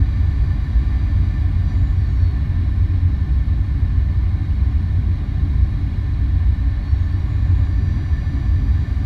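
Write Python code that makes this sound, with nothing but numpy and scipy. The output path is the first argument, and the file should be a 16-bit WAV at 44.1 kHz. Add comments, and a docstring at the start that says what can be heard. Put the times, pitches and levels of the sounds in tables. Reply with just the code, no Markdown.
"""A deep, steady boom fills an airliner cabin beside the wing, with a rush and a hiss of air above it.
Engine and airflow noise excites the resonances of the cabin and of its wall and window panels.
The engine fan drones and whines at multiples of its shaft speed, so its tones glide together as it
spools down for a while and up again. The core shaft hums, and fans and electrics add thin tones."""
import sys
import numpy as np
from scipy.fft import rfft, irfft, next_fast_len
from scipy.io import wavfile
from scipy.ndimage import uniform_filter1d, map_coordinates

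SR = 44100
rng = np.random.default_rng(int(sys.argv[2]) if len(sys.argv) > 2 else 0)


def transcribe(signal):
    """Save signal, clipped to [-1, 1], as a 16-bit WAV file at the path in sys.argv[1]."""
    frames = np.atleast_2d(signal).T
    limited = np.clip(frames, -1, 1)
    pcm = np.round(limited * 32767).astype(np.int16)
    wavfile.write(sys.argv[1], SR, pcm)


N = 399105

# noise levels: (time [s], boom [dB], panel rush [dB], whistle [dB], hiss [dB])
FLOW_LEVELS = [(0, -16, -44.5, -51, -64.5), (1.23, -16.5, -44.5, -51.5, -64), (3.2, -16.5, -46, -53, -65),
               (4.83, -16.5, -46, -55, -65), (6, -16.5, -45.5, -56, -65), (6.75, -18.5, -45.5, -50, -65),
               (7.25, -17, -45, -52, -64), (8.06, -16.5, -44.5, -49.5, -64.5), (8.6, -15.5, -45, -50, -64),
               (9.05, -17.5, -44.5, -52.5, -63.5)]
# cabin and floor resonances: (frequency [Hz], width [Hz], gain [dB])
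CABIN_MODES = [(30, 19, -18), (55, 10, -7.5), (63.6, 15.5, 0), (88.5, 14, -0.5), (103.1, 20, -11.5),
               (126, 13, -17.5), (140.2, 22.8, -15), (162.7, 19, -22.5), (185, 13, -29), (208.5, 14, -23.5),
               (250, 25, -27), (278.3, 21.3, -22), (318.2, 22, -28.5), (372.6, 38, -39), (400.2, 22, -38)]
# wall and window resonances: (frequency [Hz], width [Hz], gain [dB])
PANEL_MODES = [(571, 35, -5.5), (611, 50, -10.5), (684, 50, -7), (748, 36, -4), (822, 60, -8),
               (986, 90, -8), (1063, 60, -7), (1104, 44, -12), (1180, 70, -8), (1330, 130, -16),
               (1487, 140, -12.5), (1596, 40, -10), (1644, 30, -8), (1720, 25, -14.5), (1802, 50, -7.5),
               (1825, 16, -11.5), (1928, 70, -12), (2046, 90, -11), (2204, 120, -9.5), (2425, 77, -12),
               (2530, 200, -24.5), (2800, 130, -19), (2918, 60, -17), (3247, 120, -18), (3400, 140, -19),
               (3790, 200, -15.5), (4016, 200, -17), (4314, 44, -18), (4436, 60, -17.5), (4640, 220, -25),
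               (5300, 170, -33), (6000, 130, -37), (6070, 120, -37.5)]
# breathy band of air over a gap: (frequency [Hz], width [Hz], gain [dB])
GAP_BAND = [(1767.3, 32, 0)]
# spectrum of the hiss: (frequency [Hz], relative density [dB])
HISS_SPECTRUM = [(3000, -28), (4800, 0.5), (5600, -3), (6700, -7), (7500, -10), (8300, -9), (9500, -14.5),
                 (10400, -10), (11400, -14), (12500, -12), (13300, -15.5), (15100, -21.5)]
# the fan spools down, undershoots, settles and spools up: (time [s], speed [turns/s])
FAN_SPEED = [(0, 48.945), (1.25, 48.945), (1.45, 48.83), (1.6, 48.4), (1.81, 47.55), (2.23, 45.23),
             (2.41, 44.5), (2.55, 44.225), (2.72, 44.0), (2.9, 43.965), (3.08, 44.02), (3.5, 44.32),
             (3.75, 44.42), (4.3, 44.48), (5.6, 44.47), (6.68, 44.425), (6.8, 44.715), (7.16, 46.465),
             (7.34, 47.15), (7.52, 47.59), (7.7, 47.85), (7.95, 47.975), (9.05, 47.845)]
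# resonances between the blade overtones and the cabin: (frequency [Hz], width [Hz], gain [dB])
BLADE_PATH = [(2140, 40, -7), (2270, 30, -8), (2350, 30, 0), (4322, 50, -1), (4440, 120, -7.5),
              (4697, 30, -1)]
# resonances between the higher whine and the cabin: (frequency [Hz], width [Hz], gain [dB])
WHINE_PATH = [(4312, 24, -14), (4425, 56, 1), (4545, 60, -4), (4705, 54, -1.5), (5375, 50, -5.5),
              (5427, 16, -10), (5530, 80, -2), (5610, 60, -9), (5690, 80, -6), (5785, 30, -8),
              (5853, 34, 1), (5975, 24, -6), (6495, 40, -12), (6690, 90, 0), (6875, 60, -1.5),
              (6965, 120, -1.5), (7142, 40, -4), (7900, 200, -5.5), (8150, 150, 0.5), (8320, 100, -3.5)]
# the two series: (order [cycles/turn]) and (level before path gain and strain [dB])
BLADE_ORDERS, BLADE_DB = [48, 96], [-62, -63.5]
WHINE_ORDERS, WHINE_DB = [98, 122, 146, 170], [-60, -67, -72, -82]
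# faint high harmonics of the fan shaft: (order [cycles/turn])
FAINT_ORDERS = [120, 124, 148, 172, 220, 244, 268]
# their strength at full speed: (level [dB])
FAINT_DB = [-85, -87, -86, -90, -87, -90, -92]
# once-a-turn vibration of the fan: (time [s], level [dB])
SHAKE_LEVEL = [(0, -24), (1.5, -23.5), (2.5, -31.5), (4, -29), (6.7, -29), (7.5, -31), (9.05, -29)]
# the faster core shaft: (time [s], speed [turns/s], hum [dB], whistle [dB])
CORE_SHAFT = [(0, 210.6, -43, -86), (1.5, 210.5, -41, -87), (1.9, 207.5, -43, -92), (2.5, 204.5, -42, -100),
              (3.1, 204.5, -45, -100), (3.6, 207, -42, -100), (6.6, 207, -43, -100), (7.4, 209, -45, -98),
              (8, 210.5, -42, -94), (9.05, 209.5, -42, -94)]
# a hum that sags and recovers with the engine: (time [s], frequency [Hz], level [dB])
ENGINE_HUM = [(0, 483, -63), (1.3, 483, -70.5), (2.4, 472, -67), (3.2, 478, -66.5), (6.5, 478, -69.5),
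              (7.6, 493, -67.5), (9, 487, -68)]
# steady tones of fans and electrics: (frequency [Hz], level [dB])
EQUIPMENT_TONES = [(400, -62), (1497, -69), (2439, -73), (3009, -79.5), (3033, -73.5)]

BLADE_COUNT, CORE_WHISTLE_ORDER = 24, 49
OFF_RESONANCE_DB = -19.5  # floor of the path gain
STRAIN_DB, STRAIN_KNEE = 3.5, 3  # largest boost as the speed changes; turns/s^2 that give most of it
CLIP_LEVEL, BAND_LIMIT_HZ = 0.73, 15160


def airflow():
    """Broadband excitation: engine and boundary-layer noise rings cabin and panels; air whistles, hisses."""
    boom_db, rush_db, whistle_db, hiss_db = curves(FLOW_LEVELS)
    hz, db = np.transpose(HISS_SPECTRUM)
    hiss = shaped_noise(lambda f: amp(np.interp(np.log(f + 1), np.log(hz), db)))
    boom = amp(boom_db) * resonant_noise(CABIN_MODES, steepness=1.77)
    rush = amp(rush_db + 0.31 * wobble(5)) * resonant_noise(PANEL_MODES, steepness=1.42)
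    whistle = amp(whistle_db) * resonant_noise(GAP_BAND, steepness=1.5)
    return boom + rush + whistle + amp(hiss_db + .3 * wobble(4)) * hiss


def fan_drone(shaft_hz):
    """Periodic forcing: the wing carries in one shake a turn, and the passing blades give a clean tone."""
    shake = tone(shaft_hz, *curves(SHAKE_LEVEL), drift_hz=.1, flutter_db=.5)
    blade_pass = tone(BLADE_COUNT * shaft_hz, db=-61, drift_hz=.3, flutter_db=1.2)
    return shake + blade_pass


def fan_whine(shaft_hz):
    """Resonant transmission: shaft harmonics swell as they cross resonances and while the speed changes."""
    acceleration = uniform_filter1d(np.abs(np.gradient(shaft_hz)) * SR, size=SR // 10)
    strain_db = STRAIN_DB * np.tanh(acceleration / STRAIN_KNEE)
    series = [(BLADE_ORDERS, BLADE_DB, BLADE_PATH), (WHINE_ORDERS, WHINE_DB, WHINE_PATH)]
    whine = np.zeros(N)
    for orders, levels, path in series:
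        for order, db in zip(orders, levels):
            hz = order * shaft_hz
            path_db = 10 * np.log10(amp(2 * OFF_RESONANCE_DB) + modal_power(hz, path, steepness=2))
            whine += tone(hz, db + strain_db + path_db, drift_hz=.8, flutter_db=.6)
    return whine


def engine_core():
    """Shaft orders: the core hums at its rotation rate and whistles thinly at a high multiple of it."""
    core_hz, hum_db, whistle_db = curves(CORE_SHAFT)
    hum = tone(core_hz, hum_db, drift_hz=.5, flutter_db=1.5)
    whistle = tone(CORE_WHISTLE_ORDER * core_hz, whistle_db, drift_hz=2, flutter_db=2)
    return hum + whistle


def engine_hum():
    """Frequency modulation: one quiet tone sags in pitch and recovers with the engine."""
    return tone(*curves(ENGINE_HUM), drift_hz=1.4, flutter_db=2.0)


def equipment():
    """Steady periodic sources: fans and electrics each hold a thin tone near one frequency."""
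    return sum(tone(hz, db, drift_hz=2.5, flutter_db=1.0) for hz, db in EQUIPMENT_TONES)


def faint_fan_harmonics(shaft_hz):
    """High shaft orders: weak tones that sink in pitch and level as the fan slows."""
    fade_db = 90 * (shaft_hz / shaft_hz.max() - 1)
    return sum(tone(order * shaft_hz, db + fade_db, drift_hz=1.5, flutter_db=2.5)
               for order, db in zip(FAINT_ORDERS, FAINT_DB))


def modal_power(f, modes, steepness):
    """Incoherent addition: the powers of independent resonances add at frequency f."""
    return sum(amp(2 * db) * (1 + (2 * (f - hz) / width) ** 2) ** -steepness for hz, width, db in modes)


def resonant_noise(modes, steepness):
    """Random excitation of modes: the amplitude spectrum is the root of their summed power."""
    return shaped_noise(lambda f: np.sqrt(modal_power(f, modes, steepness)))


def shaped_noise(gain):
    """Linear filtering: white noise weighted by a gain over frequency, then scaled to rms 1."""
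    size = next_fast_len(N)
    spectrum = rfft(rng.standard_normal(size)) * gain(np.fft.rfftfreq(size, 1 / SR))
    noise = irfft(spectrum, size)[:N]
    return noise / np.sqrt(np.mean(noise ** 2) + 1e-20)


def tone(hz, db, drift_hz, flutter_db):
    """Random modulation: a sine that wavers about frequency hz and rms level db."""
    phase = 2 * np.pi * (np.cumsum(hz + drift_hz * wobble(12)) / SR + rng.random())
    return np.sqrt(2) * amp(db + flutter_db * wobble(8)) * np.sin(phase)


def wobble(rate):
    """Spline interpolation: a smooth curve through random knots, rate of them a second."""
    knots = rng.standard_normal(int(N * rate / SR) + 4)
    return map_coordinates(knots, [np.arange(N) * rate / SR])


def curves(rows):
    """Linear interpolation: one value per sample for each column after the time."""
    times, *columns = np.transpose(rows)
    return [np.interp(np.arange(N) / SR, times, column) for column in columns]


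def amp(db):
    """Decibel law: 20 dB is a factor of ten in amplitude."""
    return 10 ** (np.asarray(db) / 20)


def scene():
    """Superposition: the pressures of all sources add at one point in the cabin."""
    shaft_hz, = curves(FAN_SPEED)
    main = airflow() + fan_drone(shaft_hz) + fan_whine(shaft_hz) + engine_core()
    background = engine_hum() + equipment() + faint_fan_harmonics(shaft_hz)
    return (main + background)[None]


def record(dry):
    """Saturation and band limiting: the tallest booms are rounded off and the top treble is removed."""
    soft = dry / (1 + np.abs(dry / CLIP_LEVEL) ** 3) ** (1 / 3)
    soft *= np.minimum(1, np.arange(N) / (.004 * SR))  # 4 ms fade-in
    mirrored = np.hstack([soft, soft[:, ::-1]])  # ends meet smoothly, so the steep edge does not ring
    hz = np.fft.rfftfreq(2 * N, 1 / SR)
    return irfft(rfft(mirrored) * (hz < BAND_LIMIT_HZ), 2 * N)[:, :N]


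dry = scene()
out = record(dry)
transcribe(out)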